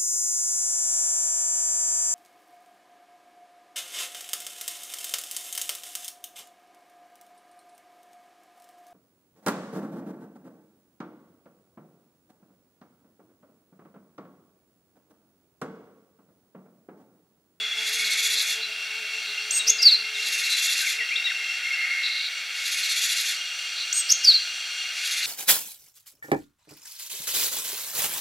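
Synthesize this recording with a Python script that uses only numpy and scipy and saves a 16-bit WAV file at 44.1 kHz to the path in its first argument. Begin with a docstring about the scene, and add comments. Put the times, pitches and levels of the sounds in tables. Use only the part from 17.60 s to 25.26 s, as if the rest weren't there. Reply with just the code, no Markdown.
"""Cicadas drone in the canopy of a summer wood, their ringing drums blurred by distance. A loudspeaker cuts
in with a harsh, stuttering alarm rasp, gated noise that repeats as a loop. A songbird warbles farther off,
and a fly hovers close by, buzzing at the harmonics of its wingbeat, then drifts away. Over them a tit
whistles two sharp three-note calls, gliding tones from its syrinx roughened by random modulation.
Trunks reflect the whistles and the alarm, and leaves scatter them into a short tail."""
import sys
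import numpy as np
from scipy import signal
from scipy.fft import rfft, irfft, next_fast_len
from scipy.io import wavfile
from scipy.ndimage import uniform_filter1d, map_coordinates

SR = 44100
rng = np.random.default_rng(int(sys.argv[2]) if len(sys.argv) > 2 else 0)


def store_wav(level_fs):
    """Save 16-bit WAV to argv[1]."""
    pcm = np.round(np.clip(np.atleast_2d(level_fs), -1, 1) * 32767)
    wavfile.write(sys.argv[1], SR, pcm.T.astype(np.int16))


N = 337806
TIME = np.arange(N) / SR

# Levels in the tables are relative: each source applies its own gain.
# noise spectra of the canopy and of the wood's low hush: f/Hz, level/dB
CANOPY_SPECTRUM = [(25, -62), (60, -70), (140, -40.5), (250, -30.5), (450, -20.5), (720, -13.5),
                   (1050, -17), (1450, 1.5), (1850, -4.5), (2500, 5), (4500, -1), (6500, -20),
                   (10000, -17.5), (15500, -27)]
HUSH_SPECTRUM = [(60, -43), (130, -29), (250, -15), (600, -4), (1200, -6), (3000, -45)]
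# course of a faint far tone: t/s, f/Hz, level/dB
DRONE_TRACK = [(3.55, 754, -71), (3.75, 754, -64), (4.3, 772, -65), (4.7, 762, -78), (6.9, 754, -95),
               (7.25, 755, -65), (7.66, 760, -69)]
# resonances of the cicada chorus: f/Hz, width/Hz, level/dB
CHORUS_RESONANCES = [(2832, 105, 10.5), (3222, 190, 4.5), (4375, 420, 0), (5820, 760, -4.5),
                     (7330, 850, -10.5), (8850, 680, -17), (10700, 650, -28)]
# envelope of the chorus: t/s, level/dB
CHORUS_ENVELOPE = [(0, -36.5), (1.2, -39), (1.8, -35), (2.4, -36.5), (3.6, -36), (4.3, -36.5), (4.8, -35),
                   (5.9, -32), (7.1, -32), (7.66, -35)]
# three cicadas that stand out, the last soon falling silent: t/s, f/Hz, level/dB
LOW_CICADA_TRACK = [(0.0, 2090, -42.5), (0.49, 2207, -33.5), (1.15, 2151, -49), (1.41, 2243, -40.5),
                    (1.81, 2100, -46), (2.84, 2167, -39), (3.8, 2134, -39.5), (4.31, 2156, -28),
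                    (4.57, 2150, -37), (4.63, 2211, -38.5), (6.85, 2130, -51.5), (7.42, 2176, -43),
                    (7.66, 2090, -44)]
HIGH_CICADA_TRACK = [(0.0, 2740, -39), (0.81, 2743, -49), (0.94, 2746, -37.5), (3.65, 2736, -33),
                     (4.46, 2727, -36), (4.63, 2778, -42.5), (5.91, 2815, -41), (7.66, 2819, -41)]
BRIEF_CICADA_TRACK = [(0, 3405, -32), (.55, 3390, -37.5), (.95, 3410, -38), (1.3, 3320, -65)]
# noise spectra of the low cicada's rattle and of the distant churrs: f/Hz, level/dB
RATTLE_SPECTRUM = [(900, -37.5), (1350, -3.5), (1550, 1), (1900, 5), (2500, -3), (3200, -43)]
CHURR_SPECTRUM = [(2800, -39), (3600, -2), (4050, 3), (4600, -5.5), (5400, -23), (9000, -53)]
# the churrs: t/s, duration/s, level/dB
CHURR_BURSTS = [(0.744, 0.09, -27), (0.999, .06, -34), (1.628, 0.12, -38), (2.607, 0.094, -32),
                (4.416, 0.069, -29.5), (4.451, 0.25, -31.5), (6.147, 0.11, -31.5)]
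# the songbird's arcs of pitch: t/s, duration/s, first f/Hz, middle f/Hz, last f/Hz, level/dB
SONGBIRD_NOTES = [ (1.007, 0.056, 4000, 4020, 4010, -35.5), (1.994, 0.024, 3850, 3840, 3530, -25.5),
                  (2.095, 0.054, 3470, 3460, 3460, -30.5), (2.183, .03, 5200, 4800, 4740, -26.5),
                  (2.545, 0.03, 3970, 3690, 3325, -31), (2.888, 0.085, 3975, 3996, 4020, -27.5),
                  (3.078, .026, 3894, 3510, 3350, -26), (3.202, 0.045, 2070, 1548, 1760, -34),
                  (3.262, 0.03, 2590, 2190, 2026, -25.5), (3.389, 0.046, 2405, 1950, 1970, -26.5),
                  (3.504, .039, 1942, 2330, 2620, -26), (3.556, 0.016, 3220, 3650, 4000, -22),
                  (3.64, 0.047, 3670, 3850, 3280, -25.5), (3.658, 0.023, 2370, 1984, 1930, -30),
                  (3.682, 0.041, 2096, 1950, 1290, -31.5), (4.429, .05, 4080, 3970, 3940, -30.5)]
# envelope of the fly as it hovers and leaves: t/s, level/dB
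FLY_ENVELOPE = [(0, -62), (1.5, -65.5), (2.6, -64.5), (3.0, -68.5), (3.3, -76.5), (3.9, -76.5), (4.4, -100)]
# partials of its wingbeat: harmonic number, level/dB
WING_HARMONICS = [(1, -7), (2, 5.5), (3, 0.5), (4, -1), (5, -2.5), (6, -1)]
# its darts: t/s, shift in f/Hz, rise in level/dB
FLY_DARTS = [(.22, 8, 5), (.37, 12, 8), (1.0, 10, 5), (1.39, 8.5, 5), (1.56, 8.5, 4), (1.95, 2.5, 7),
             (2.08, 7.5, 5), (2.21, 13.5, 2.5), (2.6, -1, 5), (2.84, 8, 2), (3.41, 9.5, 14), (3.58, 7.5, 7),
             (3.8, 6.5, 8.5)]
# syllables, timed from the alarm's onset: t/s, duration/s, level/dB
ALARM_SYLLABLES = [(0, .046, -28), (.06, .048, -27), (.118, .048, -27.5), (.178, .05, -28.5),
                   (.238, .054, -26.5), (0.307, .05, -25.5), (.362, .064, -24), (.436, 0.057, -24),
                   (0.509, 0.069, -25), (.6, .085, -30)]
# envelope of the hiss beneath them, timed likewise: t/s, level/dB
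HISS_ENVELOPE = [(-.16, -48.5), (-.08, -34), (0, -32), (.3, -30), (.66, -30), (.72, -37), (.8, -91.5)]
# noise spectra of the alarm's rasp and hiss: f/Hz, level/dB
RASP_SPECTRUM = [(1200, -41), (2200, -69), (3400, 0), (4400, 0.5), (5000, -8), (5900, -5.5), (7100, -5.5),
                 (8500, -14.5), (10500, -13), (10850, -13.5), (11800, -11.5), (12300, -22), (15500, -30)]
HISS_SPECTRUM = [(900, -45), (1500, -11.5), (2100, 1.5), (3500, -3), (5000, -5), (7000, -10),
                 (10000, -17.5), (11300, -18.5), (12500, -24), (15500, -37)]
# resonances that ring in the alarm: f/Hz, width/Hz, peak level/dB
ALARM_RESONANCES = [(3600, 300, 2), (4370, 150, 2), (6020, 160, 3.5), (6420, 100, 3), (6800, 150, 4.5),
                    (7320, 180, 3.5), (10900, 230, 8), (11420, 220, 7), (13300, 400, 4)]
# the tit's note shapes, timed from each onset: t/s, f/Hz, level/dB, roughness (0 to 1)
WHISTLE_SHAPE = [(0, 4690, -10, 0.54), (.006, 6800, -1.5, 0.3), (.012, 8020, -14, .1),
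                 (.03, 8280, -12, 0.2), (.058, 8350, -7, .08), (.081, 8250, -5.5, 0.05),
                 (.093, 7300, -13, .25)]
CHIP_SHAPE = [(0, 4620, -27, 1), (.012, 5300, -11.5, 1), (.022, 5790, -4.5, 0.85), (.026, 5760, -10, 0.53),
              (.034, 6500, -5, .28), (.039, 6550, 2, 0.49), (.045, 6240, -8, 0.98)]
SLIDE_SHAPE = [(0, 4800, -22, 0.86), (.007, 5270, -16, 0.76), (.011, 5780, -10.5, 0.57),
               (.015, 5260, -4.5, 0.6), (.022, 4800, -13, 0.5), (.033, 4740, -13, 0.25),
               (.038, 4690, -5, 0.19), (.053, 4500, 0.5, 0.056), (.067, 4250, -3.5, .2),
               (.083, 3910, -10.5, .2), (.092, 3750, -11, 0.24)]
REBOUND_SHAPE = [(0, 3780, -6, 0.62), (.011, 4740, -8, 0.15), (.018, 4434, 0, .08),
                 (.03, 4165, -3.5, 0.092), (.042, 4090, -5, .08), (.056, 4170, -13, .05)]
# onsets of each shape: t/s, level/dB
WHISTLE_ONSETS = [(1.905, -17), (6.324, -16.5)]
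CHIP_ONSETS = [(2.064, -10.5), (6.485, -10.5)]
SLIDE_ONSETS = [(2.216, -7.5), (6.636, -8.5)]
REBOUND_ONSETS = [(2.308, -14), (6.728, -14.5)]
# spectrum of the air noise in the tit's voice: f/Hz, level/dB
AIR_SPECTRUM = [(2500, -26), (4500, -13), (5900, -7), (6700, -19), (7600, -13), (8700, -25),
                (9500, -16.5), (11200, -22), (12700, -17), (13800, -24), (15500, -35)]
# reflections from trunks: delay t/s, level/dB
TRUNK_ECHOES = [(.0065, -20), (.0125, -17), (.021, -22), (.034, -23)]
# narrow dips in the overall frequency response: f/Hz, width/Hz
RESPONSE_NOTCHES = [(1000, 86), (3010, 340)]


def amp(db):
    """Amplitude ratio of a level in decibels."""
    return 10 ** (np.asarray(db) / 20)


def unit(x):
    """Normalisation to rms 1."""
    return x / np.sqrt(np.mean(x ** 2) + 1e-20)


def curves(rows, t=TIME):
    """Linear interpolation in time of each column after the first."""
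    times, *columns = np.transpose(rows)
    return [np.interp(t, times, column) for column in columns]


def wobble(rate, t=TIME):
    """Smooth random modulation: a spline through rate knots a second."""
    position = (t - t[0]) * rate
    return map_coordinates(rng.standard_normal(int(position[-1]) + 4), [position])


def filtered(x, response):
    """Linear filtering: the spectrum of x times a frequency response."""
    size = next_fast_len(N + 8192)
    return irfft(rfft(x, size) * response(np.fft.rfftfreq(size, 1 / SR)), size)[..., :N]


def coloured(spectrum):
    """Spectral shaping of white noise to rms 1, with a steep roll-off below the first point."""
    f, db = np.transpose(spectrum)
    response = lambda hz: amp(np.interp(np.log(hz + 1), np.log(f), db)) * np.minimum(hz / f[0], 1) ** 2
    return unit(filtered(rng.standard_normal(N), response))


def patchy(x, depth_db):
    """Random gain over time and frequency makes narrow spectral peaks come and go."""
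    spectra = signal.stft(x, nperseg=512)[2]
    field = uniform_filter1d(rng.standard_normal(spectra.shape), size=3, axis=0)
    field = uniform_filter1d(field, size=11, axis=1)
    return unit(signal.istft(spectra * amp(depth_db * unit(field)), nperseg=512)[1][:N])


def phase_of(hz):
    """Phase as the time integral of frequency."""
    return 2 * np.pi * np.cumsum(hz) / SR


def gate(t, start, length, edge):
    """A time window with raised-cosine edges."""
    return np.sin(np.pi / 2 * np.clip(np.minimum(t - start, start + length - t) / edge, 0, 1)) ** 2


def span(start, length):
    """The samples that a note covers."""
    return slice(int(start * SR), int((start + length) * SR))


def wood(x, scatter_db, t60, leaves_hz=5500):
    """Reflection from trunks gives discrete echoes; scattering by leaves gives a duller, decaying tail."""
    t = TIME[:SR // 2]
    tail = rng.standard_normal(len(t)) * amp(-60 * t / t60) * (1 - np.exp(-t / .016))
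    tail = signal.lfilter(*signal.butter(2, leaves_hz, fs=SR), tail / np.linalg.norm(tail))
    response = amp(scatter_db) * tail
    response[0] += 1  # direct path
    for delay, db in TRUNK_ECHOES:
        response[int(delay * SR)] += amp(db)
    return signal.fftconvolve(x, response)[:N]


def canopy(level_db=-35):
    """Leaves and far insects add incoherently to an even broadband hush."""
    return amp(level_db + .057 * wobble(2.8)) * coloured(CANOPY_SPECTRUM)


def drone():
    """A faint far tone, unsteady through slight amplitude and frequency modulation."""
    hz, db = curves(DRONE_TRACK)
    return amp(db + 2.2 * wobble(7.4)) * np.sqrt(2) * np.sin(phase_of(hz + 3 * wobble(11)))


def chorus(shimmer_db=.77):
    """By superposition, many far cicadas merge into noise in a ladder of resonances."""
    resonances = lambda hz: sum(amp(db) / (1 + 2 * ((hz - centre) / width) ** 2) ** 1.77
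                                for centre, width, db in CHORUS_RESONANCES)
    envelope = amp(curves(CHORUS_ENVELOPE)[0] + shimmer_db * wobble(13))
    return envelope * unit(filtered(rng.standard_normal(N), resonances))


def cicada_rattle(level_db=-8):
    """The low cicada's dry rattle: a noise band that follows the envelope of its song."""
    return amp(curves(LOW_CICADA_TRACK)[1] + level_db) * coloured(RATTLE_SPECTRUM)


def cicada(track, level_db, octave_db, width_hz=80, skirt_hz=500, skirt_db=-7):
    """A resonating drum and its octave, blurred by distance: random modulation broadens both lines."""
    hz, db = curves(track)
    fundamental = np.exp(1j * phase_of(hz))
    partials = fundamental + amp(octave_db) * fundamental ** 2
    blur = lambda: wobble(width_hz) + amp(skirt_db) * wobble(skirt_hz)
    return amp(db + level_db) * unit(np.real((blur() + 1j * blur()) * partials))


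def churrs():
    """Bursts of narrow-band noise, heard as brief rasps deeper in the wood."""
    envelope = sum(amp(db) * gate(TIME, start, length, edge=.026) for start, length, db in CHURR_BURSTS)
    return envelope * coloured(CHURR_SPECTRUM)


def songbird(level_db=-1, taper_db=5):
    """Frequency modulation: pure whistles glide along parabolas, each loudest at its middle."""
    out = np.zeros(N)
    for start, length, first, middle, last, db in SONGBIRD_NOTES:
        at = span(start, length)
        u = np.linspace(-1, 1, at.stop - at.start)  # position within the note
        hz = middle + (last - first) / 2 * u + ((first + last) / 2 - middle) * u ** 2
        envelope = amp(db + level_db - taper_db * u ** 2) * gate(TIME[at], start, length, edge=.003)
        out[at] += envelope * np.sqrt(2) * np.sin(phase_of(hz))
    return out


def fly(wingbeat_hz=213.1, dart_s=.035, level_db=-1, waver=.012, flicker_db=3):
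    """Periodic wingbeats radiate a wavering harmonic series; darts bend its pitch and raise its level."""
    darts = [(np.exp(-((TIME - when) / dart_s) ** 2), shift_hz, rise_db)
             for when, shift_hz, rise_db in FLY_DARTS]
    hz = wingbeat_hz + sum(push * shift_hz for push, shift_hz, _ in darts)
    db = curves(FLY_ENVELOPE)[0] + sum(push * rise_db for push, _, rise_db in darts)
    db += flicker_db * wobble(20)
    phase = phase_of(hz * (1 + waver * wobble(30)))
    buzz = sum(amp(level + 2.8 * wobble(18)) * np.sin(k * phase) for k, level in WING_HARMONICS)
    return amp(db + level_db) * np.sqrt(2) * buzz


def alarm(onset_s=.26, period_s=2.3938, grain_db=.6, rasp_db=-2.3, hiss_db=-2):
    """A loudspeaker loops amplitude-modulated noise: ten grainy syllables swell over a softer hiss."""
    t = TIME - onset_s
    syllables = sum(amp(db) * gate(t, delay, length, edge=.012) for delay, length, db in ALARM_SYLLABLES)
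    grain = unit(amp(grain_db * wobble(550)))
    rasp = amp(rasp_db) * syllables * grain * patchy(coloured(RASP_SPECTRUM), depth_db=3.5)
    hiss = amp(hiss_db + curves(HISS_ENVELOPE, t)[0]) * coloured(HISS_SPECTRUM)
    phrase = gate(t, start=-.2, length=1, edge=.13) * (rasp + hiss)
    loop = np.resize(phrase[:int(period_s * SR)], N)
    ring = lambda hz: amp(sum(db / (1 + (2 * (hz - centre) / width) ** 2)
                              for centre, width, db in ALARM_RESONANCES))
    # interference with the reflection from a surface near the loudspeaker ripples the spectrum
    bounce_s, bounce_db = .001176, -16
    comb = lambda hz: 1 + amp(bounce_db) * np.exp(-2j * np.pi * hz * bounce_s)
    return filtered(loop, lambda hz: ring(hz) * comb(hz))


def undertone(pitch_hz=6700, blur_hz=800, under_db=-11):
    """A second voice swells below each high whistle, its line broadened by random modulation."""
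    envelope = sum(amp(db + under_db) * gate(TIME, start + .011, length=.086, edge=.04)
                   for start, db in WHISTLE_ONSETS)
    phase = 2 * np.pi * pitch_hz * TIME
    return envelope * unit(wobble(blur_hz) * np.sin(phase) + wobble(blur_hz) * np.cos(phase))


def syrinx(shape, onsets, jitter_hz=480, flutter_db=1.5,
           second_db=-39, third_db=-43, air_db=-22, rasp_db=-14):
    """A nearly sinusoidal oscillation; roughness shakes pitch and level and adds overtones and noise."""
    out = np.zeros(N)
    air = coloured(AIR_SPECTRUM)
    length = shape[-1][0]
    for start, level_db in onsets:
        at = span(start, length)
        t = TIME[at] - start
        hz, db, rough = curves(shape, t)
        waver = .004 * wobble(200, t)
        phase = phase_of(hz * (1 + waver) + jitter_hz * rough * wobble(1463, t))
        overtones = amp(second_db) * np.sin(2 * phase)
        overtones += amp(third_db) * np.sin(3 * phase) * (3 * hz < SR / 2)
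        flutter = amp(flutter_db * rough * wobble(667, t))
        voice = np.sqrt(2) * (np.sin(phase) + (1 + 4 * rough) * overtones) * flutter
        # the highest whistles are the airiest
        noise = air[at] * (amp(rasp_db) * rough + amp(air_db) * (hz / 6000) ** 4)
        out[at] += amp(level_db + db) * (voice + noise) * gate(t, 0, length, edge=.004)
    return out


def tit():
    """Each call is a run of glides: a thin high whistle, a rough rising chip, a loud fall that rebounds."""
    whistle = syrinx(WHISTLE_SHAPE, WHISTLE_ONSETS) + undertone()
    chip = syrinx(CHIP_SHAPE, CHIP_ONSETS)
    slide = syrinx(SLIDE_SHAPE, SLIDE_ONSETS) + syrinx(REBOUND_SHAPE, REBOUND_ONSETS)
    return whistle + chip + slide


def scene(width_db=-17, lateral_delay_s=.011, songbird_left_db=2):
    """Mid-side superposition: sources near the centre, the songbird a little left, diffuse sound wider."""
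    calls = wood(tit(), scatter_db=-11, t60=.4, leaves_hz=7000)
    loudspeaker = wood(alarm(), scatter_db=-6, t60=.18, leaves_hz=14000)
    warble = wood(songbird(), scatter_db=-6.5, t60=.38)
    far_rasps = churrs()
    cicadas = chorus() + cicada_rattle()
    cicadas += cicada(LOW_CICADA_TRACK, level_db=2, octave_db=-16)
    cicadas += cicada(HIGH_CICADA_TRACK, level_db=1.5, octave_db=-16.5)
    cicadas += cicada(BRIEF_CICADA_TRACK, level_db=1.5, octave_db=-21)
    buzz = fly()
    mid = drone() + canopy() + cicadas + far_rasps + buzz + loudspeaker + calls
    # lateral reflections arrive late and widen the image
    lateral = amp(width_db) * cicadas + amp(-17) * buzz + amp(-23.5) * calls
    side = filtered(lateral, lambda hz: np.exp(-2j * np.pi * hz * lateral_delay_s))
    side += amp(-23) * canopy() + amp(-68.5) * coloured(HUSH_SPECTRUM)  # hush from all around
    stereo = np.array([mid + side, mid - side]) * amp([[.2], [-.2]])
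    return stereo + warble * amp([[songbird_left_db], [-songbird_left_db]])


def record(dry, notch_depth=.95, top_hz=15760):
    """Filtering by two narrow Gaussian notches and a steep band limit."""
    dips = lambda hz: np.prod([1 - notch_depth * np.exp(-(2 * (hz - centre) / width) ** 2)
                               for centre, width in RESPONSE_NOTCHES], axis=0)
    return filtered(dry, lambda hz: dips(hz) * (hz < top_hz))


dry = scene()
out = record(dry)
store_wav(out)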